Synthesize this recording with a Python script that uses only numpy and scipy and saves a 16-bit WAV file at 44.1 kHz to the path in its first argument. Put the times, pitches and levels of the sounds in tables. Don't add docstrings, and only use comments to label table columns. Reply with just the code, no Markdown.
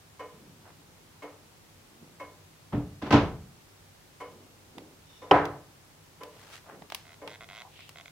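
import sys
import numpy as np
from scipy import signal
from scipy.fft import rfft, irfft, next_fast_len
from scipy.io import wavfile

SR = 44100
rng = np.random.default_rng(int(sys.argv[2]) if len(sys.argv) > 2 else 0)


def wav_out(sig):
    wavfile.write(sys.argv[1], SR, np.round(np.clip(np.atleast_2d(sig).T, -1, 1) * 32767).astype(np.int16))


N = 357651
AGE = np.arange(SR) / SR

# frequency in Hz, relative level in dB.
AIR_SPECTRUM = [(15, -47.5), (25, -16), (69, -10.5), (101, -3.5), (122, -11), (160, -2), (178, -12.5),
                (368, -14), (614, -17.5), (666, -19), (762, -17), (1170, -20), (1660, -22.5), (6050, -27),
                (15500, -33.5)]
# frequency in Hz, ratio in dB.
AIR_WIDTH = [(110, -12), (200, -6), (700, -2), (2400, 0)]
AIR_DB = -56.21
HUM_HZ, HUM_DB = 97, -68

# frequency in Hz, t60 in seconds.
ROOM_T60 = [(60, 0.71), (130, 0.74), (300, 0.47), (1000, 0.44), (2500, 0.37), (6000, 0.37), (14000, 0.18)]
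# frequency in Hz, ratio in dB.
ROOM_WIDTH = [(60, -39.5), (200, -13), (400, -17), (700, -12.5), (1300, -7.5), (2400, -2), (4400, -1.5)]

# time in seconds, level in dB.
SLEEVE_CURVES = [
    [(0.33, -56.5), (0.998, -65), (1.054, -62), (1.17, -72)],
    [(1.7, -69), (2.0, -61), (2.03, -51.5), (2.18, -70)],
    [(4.32, -55.5), (4.714, -67.5), (4.778, -46), (5.05, -72)],
    [(6.65, -67), (6.736, -51), (6.836, -53), (6.88, -69)],
]
SLEEVE_DB, SLEEVE_HZ, SLEEVE_OCTAVES = -1, 205, 0.87
SLEEVE_RISE_OCTAVES_PER_S = .11

# time of the height in seconds, length (standard deviation) in seconds,
# level in dB, centre in Hz, width (standard deviation) in octaves.
FINGER_STROKES = [(0.682, 0.028, -54.5, 824, 0.8), (6.455, 0.1, -54.5, 1080, 2.1),
                  (6.546, 0.031, -49, 1940, 1.54), (6.71, 0.035, -49.5, 863, 0.88),
                  (7.268, .028, -49.5, 555, 0.3), (7.661, .02, -51.5, 820, 0.31),
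                  (7.805, 0.054, -53, 2910, 0.45)]

# start in seconds, end in seconds, first slip rate in Hz,
# typical peak of a slip in dB.
CREAK_SPELLS = [(7.053, 7.143, 70, -41), (7.286, 7.365, 103.1, -34.5), (7.408, 7.446, 111.8, -34.5),
                (7.489, 7.626, 90, -34), (7.791, 7.819, 71, -36.5), (7.958, 8.018, 73.2, -34),
                (8.058, 8.088, 47.65, -32)]
# frequency in Hz, mean level in dB, t60 in seconds.
HOUSING_MODES = [(688, -3.5, 0.019), (1046, -5, 0.011), (1488, 2.5, 0.0074), (2106, 3.5, 0.0087),
                 (2450, -3, 0.0087), (3310, -2.5, 0.0063), (3830, -5, 0.0065), (4680, -15, 0.0016),
                 (5630, -13, 0.0022)]
SLIP_RISE_OCTAVES_PER_S = 4

# start in seconds, peak in dB, treble tilt in dB per octave.
FINGER_CLICKS = [(4.782, -31, -2.5), (5.454, -28.5, -2), (6.234, -33, -0.5), (6.821, -35.5, -7.5),
                 (6.901, -28.5, -1.5), (6.9211, -23, -3.5), (6.947, -17.5, 2.5), (7.276, -28, -3.5),
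                 (7.892, -31.5, 1.5)]
# frequency in Hz, relative level in dB.
CLICK_SPECTRUM = [(80, -25), (200, -2), (400, -1), (900, 12.5), (1400, 5.5), (2800, 9.5), (4500, 4.5),
                  (7000, -4), (15000, -7)]
CLICK_ROOM_DB = -12

# frequency in Hz, relative level in dB, t60 in seconds.
HINGE_MODES = [(2970, -4.5, .025), (3620, 3, .016), (5540, -4, .02)]

# start in seconds, level in dB, treble tilt in dB per octave.
SLAM_CONTACTS = [(5.3104, -28, -13), (5.3120, -13.5, -0.5), (5.3160, -23.5, 2.5), (5.325, -31, -6.5)]
# frequency in Hz, relative level in dB.
SLAM_SPECTRUM = [(18, -44.5), (40, -21.5), (100, -11), (140, -5), (220, -15), (400, 1), (750, 3),
                 (1250, -3), (1800, -8), (2500, -17.5), (3600, -28), (5500, -40), (8000, -48.5),
                 (15000, -61)]
# frequency in Hz, relative level in dB, t60 in seconds.
HATCH_MODES = [(396, -3, 0.062), (523, 3, 0.025), (818, 3.5, 0.037), (1123, 0.5, 0.041),
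               (1350, -2.5, 0.017), (2980, -5.5, 0.015), (3145, -16, 0.023), (4980, -20.5, 0.011)]

# frequency in Hz, mean level in dB, t60 in seconds.
CASE_MODES = [(93.6, -5.5, .45), (157, -18, .5), (203, -14, 0.59), (292.8, 6.5, 0.47), (342.4, -9, 0.53),
              (426, -7.5, 0.53), (512, -8.5, 0.23), (610, -4, 0.33), (709, 1, 0.15), (747, -5, 0.4),
              (828, -6.5, 0.46), (1003, -1.5, 0.37), (1150, -14.5, 0.23), (1250, -10, 0.2),
              (1287, -1.5, 0.38), (1547, -8.5, 0.48), (1780, -20.5, 0.29)]
# frequency in Hz, relative level in dB, t60 in seconds.
PANEL_MODES = [(128.2, 2, 0.091), (225, 5.5, 0.05), (289.9, 1, 0.16), (390, -2.5, 0.043),
               (1028, -3.5, 0.14)]

# start in seconds, level in dB, treble tilt in dB per octave,
# thump against push in dB, length of the scrape before it in seconds, rebound against knock in dB.
KNOCKS = [(2.733, -30, -5, 4.5, 0.0099, -3), (3.024, -36.5, -1, 5, 0.0073, -9.5),
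          (3.068, -38, -1, 2, .011, -2), (3.137, -16.5, -0.1, 3.5, .031, -11.5)]
# frequency in Hz, relative level in dB.
KNOCK_SPECTRUM = [(18, -48.5), (40, -7.5), (100, -0.5), (170, 0.5), (290, -3.5), (450, -4.5), (1000, -10),
                  (2000, -19.5), (3200, -24.5), (6000, -40), (9000, -57.5), (15000, -64)]
# share of the scrape still to come, level against the knock in dB.
GRAZES = [(1, -8.5), (.44, -2)]
GRAZE_TILT_DB, GRAZE_THUMP_DB = 3, -9
REBOUND_S, REBOUND_TILT_DB, REBOUND_THUMP_DB = 0.034, -4.5, 1

# frequency in Hz, mean level in dB, t60 in seconds.
MOVEMENT_MODES = [(294, -2, 0.35), (437.6, -3, 0.52), (485, -1.5, 0.42), (598, -4.5, 0.51),
                  (757, -4.5, 0.18), (1009, 2.5, 0.33), (1026, -7, 0.44), (1110, -1.5, 0.19),
                  (1840, -14.5, 0.37), (2177, -5, 0.32), (2990, -18, 0.51), (5800, -30, .4)]
# frequency in Hz, relative level in dB.
BEAT_SPECTRUM = [(150, -22), (330, -10), (470, 7.5), (780, -3), (1080, -1), (1500, -8.5), (2300, -11.5),
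                 (3800, -25.5), (6500, -31.5), (15000, -47.5)]
# frequency in Hz, relative level in dB.
FLAT_SPECTRUM = [(1000, 0)]
# level in dB and treble tilt in dB per octave, both with the hatch open,
# ring against hood in dB.
PALLETS = [(-41, -0.4, 2), (-42, -0.9, -2.5)]
FIRST_BEAT_S, BEAT_S, LIMP_S, LIMP_SAG_S_PER_S = .193, 1.0021, .029, .003
HATCH_DOWN_S, MUFFLE_DB, MUFFLE_TILT_DB = 5.1, -3.5, -2.1

TOP_HZ = 15800


def undb(db):
    return 10 ** (np.asarray(db) / 20)


def along(points, hz):
    f, value = np.transpose(points)
    return np.interp(np.log(hz + 1e-3), np.log(f), value)


def unit(x):
    return x / np.sqrt(np.sum(x ** 2) / len(np.atleast_2d(x)))


def level(x, db):
    return x * undb(db) / np.sqrt(np.mean(x[..., :SR // 20] ** 2))


def add(out, s, x):
    i = int(s * SR)
    out[:, i:i + x.shape[-1]] += x[..., :N - i]


def colour(x, points, tilt_db=0):
    n = 2 * next_fast_len(x.shape[-1])
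    hz = np.fft.rfftfreq(n, 1 / SR)
    octaves = np.log2(np.clip(hz, 200, 12000) / 1000)
    cepstrum = irfft(np.log(undb(along(points, hz) + tilt_db * octaves)))
    cepstrum[1:n // 2] *= 2
    cepstrum[n // 2 + 1:] = 0
    response = np.exp(rfft(cepstrum))
    return irfft(rfft(x, n) * response)[..., :x.shape[-1]]


def diffuse(size, width=ROOM_WIDTH):
    mid, side = rng.standard_normal((2, size))
    return mid + np.array([[1], [-1]]) * colour(side, width)


def wander(t, points):
    return np.interp(t, np.linspace(0, t[-1], num=points), rng.standard_normal(size=points))


def ring(modes, scatter=0, swell=.01):
    hz, db, t60 = np.transpose(modes)[:, :, None]
    size = undb(db + scatter * rng.standard_normal(hz.shape))
    if scatter:
        size = size * rng.choice([-1, 1], hz.shape)
    build_up = 1 - np.exp(-AGE * hz / swell)
    decay = np.exp(-np.log(1000) * AGE / t60)
    return unit(np.sum(size * build_up * decay * np.sin(2 * np.pi * hz * AGE), axis=0))


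def room(build_s, length=1):
    noise, hz = rfft(diffuse(SR)), np.fft.rfftfreq(SR, 1 / SR)
    centres, t60 = np.transpose(ROOM_T60)
    tail = 0
    for share, t in zip(np.eye(len(centres)), t60):
        band = irfft(noise * along(np.c_[centres, share], hz), SR)
        tail = tail + band * np.exp(-np.log(1000) * AGE / (t * length))
    return unit(tail * (1 - np.exp(-AGE / build_s)))


def air():
    noise = colour(diffuse(N, AIR_WIDTH), AIR_SPECTRUM)
    t = np.arange(N) / SR
    hum = np.sqrt(2) * np.sin(2 * np.pi * HUM_HZ * t + wander(t, 60))
    return undb(AIR_DB) * noise / noise.std() + undb(HUM_DB) * hum


def rub(centre_hz, octaves):
    hz = np.fft.rfftfreq(SR, 1 / SR)
    grain = undb(3 * np.repeat(rng.standard_normal(SR // 100), 100))
    band = np.exp(-.5 * (np.log2((hz + 1) / centre_hz) / octaves) ** 2) / np.sqrt(hz + centre_hz)
    noise = irfft(rfft(diffuse(SR) * grain) * band, SR)
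    return noise / noise.std()


def sleeve():
    out = np.zeros((2, N))
    for curve in SLEEVE_CURVES:
        s, db = np.transpose(curve)
        swell = undb(np.interp(s[0] + AGE, s, db + SLEEVE_DB, right=-np.inf))
        centre_hz = SLEEVE_HZ * 2 ** (SLEEVE_RISE_OCTAVES_PER_S * s[0])
        add(out, s[0], swell * rub(centre_hz, SLEEVE_OCTAVES))
    return out


def brushes():
    out = np.zeros((2, N))
    for s, length_s, db, centre_hz, octaves in FINGER_STROKES:
        swell = np.exp(-.5 * ((AGE - .5) / length_s) ** 2)
        add(out, s - .5, undb(db) * swell * rub(centre_hz, octaves))
    return out


def creak():
    out = np.zeros((2, N))
    size = SR // 20
    for start, end, first_hz, db in CREAK_SPELLS:
        s = start
        body = unit(ring(HOUSING_MODES, scatter=0.53, swell=2.6)[:size])
        for late, strength, tilt in rng.standard_normal((20, 3)):
            if s < end:
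                snap = unit(rng.standard_normal(size) * np.exp(-AGE[:size] / .0008))
                slip = colour(body + undb(-5.0) * snap, [(6500, 5), (10000, -12), (15000, -9)], 1.9 * tilt)
                left = undb(-2.5) * np.roll(slip, int(.00006 * SR))
                ports = np.array([left, slip])
                add(out, s, undb(db + 1.0 * strength) * ports / np.abs(slip).max())
            rate_hz = first_hz * 2 ** (SLIP_RISE_OCTAVES_PER_S * (s - start))
            s += np.exp(.04 * late) / rate_hz
    walls = signal.fftconvolve(out, room(build_s=0.0034, length=0.38), axes=1)[:, :N]
    return out + undb(-12) * walls


def clicks():
    out = np.zeros((2, N))
    for s, db, tilt_db in FINGER_CLICKS:
        snap = unit(diffuse(SR) * np.exp(-AGE / 0.0032))
        walls = undb(CLICK_ROOM_DB) * room(build_s=0.0019, length=0.92)
        click = colour(snap + walls, CLICK_SPECTRUM, tilt_db)
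        add(out, s, undb(db) * click / np.abs(click).max())
    return out


def hinge(s=5.18, length_s=0.077, db=-61):
    t = np.arange(N) / SR
    grip = undb(2.5 * wander(t, 400))
    song = signal.fftconvolve(diffuse(N) * grip, ring(HINGE_MODES)[None])[:, :N]
    return undb(db) * song / song.std() * np.exp(-.5 * ((t - s) / length_s) ** 2)


def hatch():
    out = np.zeros((2, N))
    for s, db, tilt_db in SLAM_CONTACTS:
        crack = unit(colour(diffuse(SR) * np.exp(-AGE / 0.0034), SLAM_SPECTRUM, tilt_db + 0.94))
        panel = ring(HATCH_MODES, swell=0.8)
        wood = unit(colour(ring(CASE_MODES, scatter=0.65), SLAM_SPECTRUM, tilt_db))
        walls = unit(colour(room(build_s=0.032, length=0.95), SLAM_SPECTRUM, tilt_db + 0.79))
        blow = undb(-2.5) * crack + panel + undb(-2.5) * wood + undb(-3) * walls
        add(out, s, -level(blow, db))
    return out


def contacts():
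    for s, db, tilt_db, thump_db, scrape_s, rebound_db in KNOCKS:
        for share, graze_db in GRAZES:
            yield s - share * scrape_s, db + graze_db, tilt_db + GRAZE_TILT_DB, thump_db + GRAZE_THUMP_DB
        yield s, db, tilt_db, thump_db
        yield s + REBOUND_S, db + rebound_db, tilt_db + REBOUND_TILT_DB, thump_db + REBOUND_THUMP_DB


def bumps():
    out = np.zeros((2, N))
    panel = ring(PANEL_MODES, swell=1.65)
    for s, db, tilt_db, thump_db in contacts():
        scuff = unit(diffuse(SR) * AGE * np.exp(-AGE / 0.0039))
        push = scuff + undb(1.5) * room(build_s=0.0078, length=0.9)
        push = unit(colour(push, KNOCK_SPECTRUM, tilt_db))
        thump = unit(colour(panel, KNOCK_SPECTRUM, tilt_db))
        wood = unit(colour(ring(CASE_MODES, scatter=1, swell=1.5), KNOCK_SPECTRUM, tilt_db))
        add(out, s, level(push + undb(thump_db) * thump + undb(-2.0) * wood, db))
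    return out


def escapement():
    out = np.zeros((2, N))
    for beat, due in enumerate(np.arange(FIRST_BEAT_S, N / SR, BEAT_S)):
        s = due + beat % 2 * (LIMP_S - LIMP_SAG_S_PER_S * due)
        db, tilt_db, ring_db = PALLETS[beat % 2]
        if s > HATCH_DOWN_S:
            db, tilt_db = db + MUFFLE_DB, tilt_db + MUFFLE_TILT_DB
        drop = unit(colour(diffuse(SR) * AGE * np.exp(-AGE / 0.008), BEAT_SPECTRUM, tilt_db + 4.0))
        hood = unit(colour(room(build_s=0.0097, length=0.95), BEAT_SPECTRUM, tilt_db))
        metal = unit(colour(ring(MOVEMENT_MODES, scatter=2.7, swell=6), FLAT_SPECTRUM, tilt_db))
        add(out, s, level(undb(-9) * drop + hood + undb(ring_db) * metal, db))
    return out


def scene():
    hand = sleeve() + brushes() + creak() + clicks()
    return air() + hand + hinge() + hatch() + bumps() + escapement()


def record(dry):
    low_pass = signal.ellip(10, .2, 80, TOP_HZ, fs=SR, output="sos")
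    return signal.sosfilt(low_pass, np.tanh(dry))


dry = scene()
out = record(dry)
wav_out(out)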